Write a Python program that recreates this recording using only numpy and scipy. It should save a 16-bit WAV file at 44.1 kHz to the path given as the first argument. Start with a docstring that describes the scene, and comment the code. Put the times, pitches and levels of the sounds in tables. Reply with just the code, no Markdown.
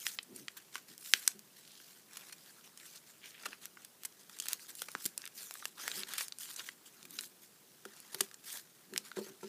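"""Folded paper buckles in sharp snaps: each is a click of one facet blended with a burst of small slips.
Around the snaps, fingers and layers slide with a grainy rustle of modulated noise and tiny crinkles.
Hands bump a desk top, ringing its modes with a hollow sound; swelling low noise makes soft hand drags
on the desk and the short dull thuds under some snaps. Sliding flaps sing in narrow bands of noise.
It is heard close to one microphone in a quiet room, with a faint diffuse tail and steady hiss."""
import sys
import numpy as np
from scipy import signal
from scipy.fft import rfft, irfft
from scipy.io import wavfile
from scipy.ndimage import uniform_filter1d

SR = 44100
rng = np.random.default_rng(int(sys.argv[2]) if len(sys.argv) > 2 else 0)


def persist_wave(psi):
    """Save psi, clipped to +-1, as 16-bit WAV."""
    counts = np.round(np.clip(psi, -1, 1) * 32767).astype(np.int16)
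    wavfile.write(sys.argv[1], SR, np.atleast_2d(counts).T)


N = 418068
EDGE_HZ = 15400  # upper band limit of the microphone channel


def amp(db):
    """Amplitude ratio: 20 dB for each factor of ten."""
    return 10 ** (np.asarray(db) / 20)


def unit_rms(x):
    """Normalisation by mean power: scales to a mean square of one."""
    return x / np.sqrt(np.mean(x ** 2) + 1e-20)


def unit_energy(x):
    """Normalisation by total energy: scales to a sum of squares of one."""
    return x / (np.linalg.norm(x) + 1e-20)


def read(points, hz):
    """Linear interpolation of a spectrum along a logarithmic frequency axis."""
    point_hz, value = np.transpose(points)
    return np.interp(np.log(hz + 1), np.log(point_hz + 1), value)


def add(mix, start_s, sound):
    """Superposition: adds a sound into the mix, in place, from a start time."""
    part = mix[max(round(start_s * SR), 0):][:len(sound)]
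    part += sound[:len(part)]


def smooth(x, *sizes, axis=-1):
    """Low-pass smoothing by successive moving averages."""
    for size in sizes:
        x = uniform_filter1d(x, size=size, axis=axis)
    return x


def noise(spectrum):
    """Spectral shaping: white noise filtered to a given colour, at unit power."""
    white = rfft(rng.standard_normal(N))
    gain = amp(read(spectrum, np.fft.rfftfreq(N, 1 / SR)))
    return unit_rms(irfft(white * gain, N))


def sliding(t):
    """Incoherent strokes add in power: gives level (dB) and power-weighted brightness (dB/octave) at t."""
    # strokes of a finger or a layer over the paper; level_db is the level before attack and sag
    # columns: start_s, length_s, level_db, brightness_db_per_octave
    strokes = [(-0.087, 0.23, -49.5, 0.5), (0.046, 0.04, -42, 0.5), (0.337, 0.065, -54, 0.5),
               (0.559, 0.022, -54, -5), (0.72, 0.061, -52.5, -2.5), (0.875, 0.045, -55, -1.5),
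               (0.98, 0.21, -47.5, 2.5), (1.178, 0.13, -50.5, 0), (1.548, 0.049, -59.5, -1.0),
               (1.564, 0.43, -61.0, -0.5), (2.068, 0.23, -56.0, -3.5), (2.313, 0.28, -61.5, -1.5),
               (2.634, 0.033, -56, -2.5), (2.748, 0.221, -55.0, -1.5), (3.053, 0.057, -58, -2),
               (3.225, 0.08, -55.5, -1), (3.359, 0.18, -54.5, -5.5), (3.611, 0.032, -53, -2.5),
               (3.768, 0.065, -61, -4.5), (4.012, 0.041, -60, 0), (4.187, 0.022, -57.5, -2),
               (4.29, 0.1, -57.5, -2), (4.4, 0.064, -50.5, 0.5), (4.472, 0.06, -45, -2.5),
               (4.574, 0.074, -54.5, -1), (4.679, 0.02, -47, -1.5), (4.749, 0.088, -51.0, 2),
               (4.796, 0.29, -55.0, -1.5), (4.989, 0.071, -48.5, 2.0), (5.156, 0.096, -57.5, -4),
               (5.335, 0.12, -47.5, 0.5), (5.358, 0.32, -54, 0), (5.755, 0.16, -44.5, -3),
               (5.912, 0.1, -42.5, -1.5), (6.049, 0.12, -46.5, -3.5), (6.164, 0.071, -42, 0),
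               (6.39, 0.055, -44, 0.5), (6.464, 0.07, -47.5, -0.5), (6.546, 0.096, -51.5, -1.5),
               (6.654, 0.023, -46.5, -1.0), (6.854, 0.015, -54.5, -1.5), (6.909, 0.13, -61.5, -2.5),
               (7.085, 0.15, -53, 0.5), (7.219, 0.033, -50, 5.5), (7.418, 0.007, -52.5, 1.5),
               (7.784, 0.34, -60.5, -3), (8.12, 0.02, -47, -2.5), (8.163, 0.083, -51, -0.5),
               (8.426, 0.16, -46, -0.5), (8.93, 0.056, -54.5, -1.5), (9.037, 0.041, -51.5, -3),
               (9.153, 0.035, -48.5, -4.5), (9.2, 0.087, -52.5, -2.5), (9.4, 0.073, -56.5, -4.0)]
    attack_share, sag_db, release_s = 0.44, -2, 0.023  # attack is a share of the stroke's length
    # between strokes the fingers never quite rest
    resting_db, resting_db_per_octave = -69, -3.5

    power = amp(resting_db) ** 2 + np.zeros(len(t))
    weighted_tilt = resting_db_per_octave * power
    for start, length, db, bright in strokes:
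        along = np.clip((t - start) / length, 0, 1)
        attack = np.minimum(along / attack_share, 1)
        release = np.exp(-np.maximum(t - start - length, 0) / release_s)
        stroke = (attack * amp(db + sag_db * along) * release) ** 2
        power = power + stroke
        weighted_tilt = weighted_tilt + bright * stroke
    return 10 * np.log10(power), weighted_tilt / power


def rustle(grain_db=3.5, flutter_db=2.0, patchy_db=3.5, scoop_db=1.04):
    """Stick-slip friction: fibres catch and let go as noise; the strokes set its level and colour."""
    # relative colour of sliding paper; columns: frequency_hz, density_db (per Hz)
    paper_colour = [(40, -47), (110, -46), (200, -10.5), (400, -14.5), (650, -14.5), (1100, -7.5),
                    (1600, 0.5), (2200, -0.5), (4000, 4), (6500, 5), (9500, 2.5), (14500, -0.5),
                    (16000, -10)]
    flutter = unit_rms(smooth(rng.standard_normal(N), 260))
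    catches = rng.standard_normal(N)
    grain = unit_rms(smooth(rng.standard_normal(N), 14))
    catches = catches * amp(grain_db * grain + flutter_db * flutter)

    hz, t, z = signal.stft(unit_rms(catches), SR, nperseg=512)
    level, bright = sliding(t)
    octave = np.log2(np.clip(hz, 1000, 14000) / 4000)[:, None]
    # the mid-range is slightly scooped: scoop_db is per octave squared
    colour = amp(read(paper_colour, hz)[:, None] + octave * bright + octave ** 2 * scoop_db)
    # the sheet's resonances shift as fingers bend it
    patches = smooth(rng.standard_normal(z.shape), 7, axis=0)
    patches = unit_rms(smooth(patches, 5, axis=1))
    colour = colour * amp(patchy_db * patches) * (hz < EDGE_HZ + 500)[:, None]
    # unit power in every frame leaves loudness to the strokes
    colour = colour / np.sqrt(np.mean(colour ** 2, axis=0))
    grains = signal.istft(z * colour, SR, nperseg=512)[1][:N]
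    return grains * amp(np.interp(np.arange(N) / SR, t, level))


def air(level_db=-63):
    """Stationary background noise: room air and microphone hiss."""
    # relative colour of the hiss; columns: frequency_hz, density_db (per Hz)
    hiss_colour = [(20, -30.5), (60, -21), (95, -16), (125, -5), (200, 0), (280, -4.5), (380, -2.5),
                   (560, -8.5), (1000, -11.5), (2400, -14.5), (9000, -12.5), (15000, -12.5)]
    return amp(level_db) * noise(hiss_colour)


def facet(hz, rise_db, fall_db, uneven_db=2.5, ringing=0.22, width=0.13, size=1024):
    """Minimum-phase impulse response of one facet: a broad hump at its pitch, rippled by its own modes."""
    # the hollow folded model colours every snap; columns: frequency_hz, gain_db
    body = [(60, -31), (250, 9), (850, -3), (1450, 4), (2200, 0), (10000, 3), (15500, -1)]
    f = np.fft.rfftfreq(size, 1 / SR)
    octave = np.log2((f + 20) / hz)
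    hump = (amp(-rise_db * octave) ** 2 + amp(fall_db * octave) ** 2) ** -.5
    # a taut facet, steep on both sides, also rings for a few cycles at its pitch
    tone_db = ringing * max(min(rise_db, fall_db), 0) * np.exp(-(octave / width) ** 2)
    modes = unit_rms(smooth(rng.standard_normal(len(f)), 6, 5))
    gain = hump * amp(read(body, f) + tone_db + uneven_db * modes)
    log_gain = np.maximum(np.log(gain), -10)
    # the Hilbert transform of the log gain supplies the causal phase
    circle = np.r_[log_gain, log_gain[-2:0:-1]]
    return np.fft.ifft(np.exp(np.conj(signal.hilbert(circle)))).real[:size // 2]


def snap(hz, rise_db, fall_db, give_s, clean_s=0.00061, ring_s=0.0014, stretch=0.89, swell=0.57, size=1024):
    """Snap-through buckling: a fast fold clicks cleanly, a slow one swells through many small slips."""
    t, give_s = np.arange(size) / SR, give_s + 1 / SR
    click = facet(hz, rise_db, fall_db)
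    decay = np.exp(-t / (ring_s + stretch * give_s))
    onset = 1 - np.exp(-t / (swell * give_s))
    slips = rng.laplace(size=size) * decay * onset
    # energy share of the slips; it is half when give_s equals clean_s
    share = give_s ** 2 / (give_s ** 2 + clean_s ** 2)
    sound = np.sqrt(share) * unit_energy(signal.fftconvolve(slips, click))
    sound[:len(click)] += np.sqrt(1 - share) * unit_energy(click)
    return unit_energy(sound)


def crinkles(per_s=60, crowding=0.4, firm_db=-55, base_db=3, follow=0.75, spread_db=3.5, pitch_hz=4300, count=1500):
    """A thinned random point process: tiny buckles, stronger and more crowded in firm handling."""
    draws, out = rng.random((count, 4)), np.zeros(N)
    times = draws[:, 0] * N / SR
    levels = sliding(times)[0]
    for start, level, (keep, strength, pitch) in zip(times, levels, draws[:, 1:]):
        # per_s is the expected rate when the sliding level equals firm_db
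        rate = per_s * amp(crowding * (level - firm_db))
        if keep < rate * N / SR / count:
            hz = pitch_hz * 2 ** (1.4 * (2 * pitch - 1))  # within 1.4 octaves either way
            tick = snap(hz, rise_db=9, fall_db=7.5, give_s=0.00042)
            db = base_db + follow * level - spread_db * np.log(strength + 0.029)
            add(out, start, amp(db) * tick)
    return out


def snaps(rise_db_per_octave=10.5, rise_at_hz=2080, rise_power=0.42):
    """Radiation efficiency: facets radiate less below their pitch, and low ones lose bass fastest."""
    # distinct buckles of the sheet: facet pitch, fall above it, and time the fold takes to give
    # columns: start_s, energy_db, pitch_hz, fall_db_per_octave, give_s
    buckles = [(0.067, -6.5, 3100, 10, 0.00016), (0.1884, -10, 4000, 29, 0.00037),
               (0.2284, -25, 10000, 18, 0.0023), (0.3615, -20.5, 12000, 25, .001),
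               (0.4826, -14, 3000, 14, 0.00054), (0.568, -19, 1460, 1.5, 0.0064),
               (0.7557, -12.5, 1510, 8.5, 0.00039), (0.9795, -24.5, 12000, 12, .0002),
               (1.137, 7, 3170, 10.5, 0.000086), (1.2775, 4, 7660, 14.5, 0.0002),
               (1.3928, -26, 5030, 3, .0005), (2.1707, -17.5, 1500, 1.5, .0009),
               (2.3236, -19.5, 1900, 3, 0.0047), (2.7753, -25.5, 5200, 8, 0.00038),
               (3.456, -11.5, 1510, 6, 0.0021), (3.463, -14.5, 796, 3.5, 0.0011),
               (3.5304, -21, 2270, 23, 0.00035), (3.6561, -17, 1400, 0.5, .0003),
               (3.7718, -26.5, 1610, 18, 0.00047), (3.8488, -22, 1700, 0, 0.00039),
               (4.035, -21.5, 1000, 0, 0.00023), (4.05, -13.5, 1100, 1, 0.0017),
               (4.054, -11, 12000, -5.5, 0.0013), (4.2962, -26.5, 1200, 3.5, 0.00076),
               (4.388, -21, 7250, 11, 0.00044), (4.4, -10, 8200, 16, 0.001),
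               (4.423, -20.5, 8800, 25, 0.00037), (4.4572, -18.5, 1200, 1.5, 0.00057),
               (4.468, -21, 1400, 4.5, 0.00034), (4.485, -8, 7800, 4, 0.00044),
               (4.5322, -4, 1900, -1, 0.000096), (4.7523, -21, 12000, 3, 0.0011),
               (4.8197, -10.5, 666, 1.5, 0.00041), (4.885, -19, 900, 5, .0015),
               (4.917, -24, 11000, 4, 0.00035), (4.9513, -10, 980, 8, 0.000078),
               (5.0451, -20, 12000, 2, 0.00016), (5.0552, -10, 4900, 4.5, 0.00041),
               (5.0605, -5, 11000, 1, 0.00076), (5.1782, -10.5, 9700, 9, .00023),
               (5.2187, -24, 5000, 12, .0003), (5.24, -24, 2160, 16, 0.00069),
               (5.2549, -19.5, 2500, 0.5, 0.0002), (5.2633, -23, 3180, 14, 0.00031),
               (5.2762, -20.5, 2340, 2, 0.00017), (5.51, -18.5, 780, 2, 0.00015),
               (5.54, -20.5, 12000, 17, 0.00012), (5.5545, -24.5, 1190, 6.5, .0004),
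               (5.6244, -22.5, 1330, 22, .0013), (5.655, -10, 1200, 3, 0.00018),
               (5.8793, -9, 1000, 3.5, 0.00014), (5.916, -13.5, 3800, 17, 0.00015),
               (6.0342, -14, 4130, 28, 0.00014), (6.1367, -12, 1310, 1, 0.00073),
               (6.181, -8, 1410, 2, 0.0023), (6.1928, -23, 2180, 14, 0.00057),
               (6.2076, -10, 1600, 5.5, 0.0024), (6.2829, -19, 7460, 13, 0.00022),
               (6.3232, -17, 4800, 18, 0.00039), (6.386, -20, 9700, 25, 0.00046),
               (6.5612, -18, 8660, 24, 0.0021), (6.5922, -15, 3770, 17, 0.004),
               (6.6024, -22, 1520, 15, 0.0025), (6.6889, -16, 1900, 9.5, 0.00074),
               (7.0292, -27.5, 5500, 13, .0002), (7.0529, -24.5, 950, 1.5, .001),
               (7.108, -22.5, 12000, -2, .0003), (7.1883, -10.5, 4240, 14.5, 0.001),
               (7.2097, -18.5, 12000, 32, 0.00022), (7.8532, -19.5, 494, 4.5, 0.00071),
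               (8.0024, -26, 12000, 11, 0.00018), (8.1466, -12, 600, 0, 0.0004),
               (8.2065, -4.5, 834, 3, 0.0012), (8.2086, -2, 7500, 11, 0.00076),
               (8.3138, -28.5, 1700, 7, 0.00037), (8.3428, -24, 8600, 28, .0006),
               (8.937, -20.5, 700, 2.5, .0006), (8.9621, -12.5, 1700, 8.5, .00016),
               (8.9783, -5, 6100, 11.5, 0.00018), (9.1162, -20, 1680, 9.5, 0.00044)]
    out = np.zeros(N)
    for start, db, hz, fall_db, give_s in buckles:
        rise_db = rise_db_per_octave * (rise_at_hz / hz) ** rise_power
        add(out, start, amp(db) * snap(hz, rise_db, fall_db, give_s))
    return out


def drags_and_thuds():
    """Amplitude modulation: coloured noise under bell-shaped envelopes, long for drags, short for thuds."""
    # soft hand drags on the desk, and the short dull thuds under some snaps
    # columns: middle_s, level_db, spread_s (standard deviation of the Gaussian)
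    swells = [(0.323, -57, 0.028), (0.412, -61, 0.043), (0.917, -65.5, 0.024), (4.488, -52, 0.0022),
              (4.956, -54, 0.0056), (5.061, -46.5, 0.0052), (5.99, -69, 0.073), (7.13, -65, 0.1),
              (8.213, -43, 0.0042), (8.943, -58.5, 0.036), (9.2, -53, 0.01), (9.316, -58, 0.013)]
    # relative colour of drags and thuds; columns: frequency_hz, density_db (per Hz)
    dull_colour = [(25, -22), (80, -36), (130, -1), (195, 5), (390, 1.5), (520, -12.5), (3000, -30)]
    t = np.arange(N) / SR
    envelope = sum(amp(db) * np.exp(-((t - middle) / spread) ** 2 / 2) for middle, db, spread in swells)
    return noise(dull_colour) * envelope


def desk(lowest_hz=150):
    """Modal excitation: a soft push with a short scuff rings the decaying modes of the desk top."""
    # hands landing; contact_s is the scuff's decay time, corner_hz the softness of the touch
    # columns: start_s, energy_db, contact_s, corner_hz
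    landings = [(1.138, -31.5, 0.0027, 790), (1.349, -27.5, 0.037, 148), (3.457, -30, 0.0038, 503),
                (5.975, -22.5, 0.052, 596), (7.855, -21.5, .005, 900), (8.145, -22.5, 0.02, 800),
                (8.21, -16, 0.0064, 700), (8.925, -19.5, 0.043, 450), (9.170, -11, 0.0057, 800),
                (9.186, -10.5, .005, 450), (9.212, -18, 0.0096, 700), (9.266, -22.5, 0.041, 900),
                (9.431, -17.5, 0.0043, 1100), (9.442, -14.5, 0.013, 500)]
    # relative modes of the desk top; columns: frequency_hz, amplitude_db, t60_s
    desk_modes = [(206, 4.5, 0.13), (373, -1.5, .1), (389.7, 10, .14), (464, -5, .083), (568, -9.5, 0.19),
                  (647, -12, 0.085), (892, -4, .057), (972, -10, .078), (1340, 4, .048)]
    t, out = np.arange(SR // 3) / SR, np.zeros(N)
    ring = sum(amp(db - 60 * t / t60) * np.cos(2 * np.pi * hz * t) for hz, db, t60 in desk_modes)
    # below its first mode the desk hardly radiates
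    ring = signal.sosfilt(signal.butter(4, lowest_hz, "high", fs=SR, output="sos"), ring)
    for start, db, contact, corner_hz in landings:
        force = unit_energy(rng.standard_normal(len(t)) * np.exp(-t / contact))
        force[0] += 1  # the push itself
        force = signal.sosfilt(signal.butter(2, corner_hz, fs=SR, output="sos"), force)
        bump = unit_energy(signal.fftconvolve(force, ring)[:len(t)])
        add(out, start, amp(db) * bump)
    return out


def flaps(width=0.4):
    """Cavity resonance: paper sliding on paper excites the narrow pocket between the layers."""
    # flaps sliding out from between their neighbours; spread_s is the Gaussian's standard deviation
    # columns: middle_s, level_db, spread_s, pitch_hz
    slides = [(1.726, -63.5, 0.1, 3920), (2.971, -56, 0.012, 4800), (3.254, -50.5, 0.018, 2480),
              (3.368, -58.5, 0.036, 2420)]
    t, out = np.arange(N) / SR, np.zeros(N)
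    for middle, db, spread, hz in slides:
        pocket = signal.butter(2, [hz / (1 + width), hz * (1 + width)], "band", fs=SR, output="sos")
        slips = rng.standard_normal(N) ** 5  # the power makes the noise spiky
        envelope = amp(db) * np.exp(-((t - middle) / spread) ** 2 / 2)
        out += unit_rms(signal.sosfilt(pocket, slips)) * envelope
    return out


def room(x, onset_s=0.0012):
    """Diffuse reverberation: convolution with a decaying noise tail whose treble dies first."""
    # room decay; columns: frequency_hz, t60_s
    decay_times = [(200, 0.42), (1500, 0.21), (5000, 0.16), (14000, .13)]
    hz, t, z = signal.stft(rng.standard_normal(SR // 2), SR, nperseg=256)
    decay = amp(-60 * t / read(decay_times, hz)[:, None])
    tail = signal.istft(z * decay, SR, nperseg=256)[1]
    tail = tail * (1 - np.exp(-(np.arange(len(tail)) / SR / onset_s) ** 2))
    return signal.fftconvolve(x, unit_energy(tail))[:N]


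def scene(room_db=-19):
    """Superposition at one microphone: direct sound, room tail and hiss, alike in both channels."""
    near = snaps() + rustle() + flaps() + crinkles() + desk() + drags_and_thuds()
    mono = near + amp(room_db) * room(near) + air()
    return np.array([mono, mono])


def record(dry):
    """Band limitation: a linear-phase low-pass filter sets the microphone channel's upper edge."""
    lowpass = signal.firwin(301, EDGE_HZ, window=("kaiser", 8), fs=SR)
    return signal.oaconvolve(dry, lowpass[None], "same", axes=1)


dry = scene()
out = record(dry)
persist_wave(out)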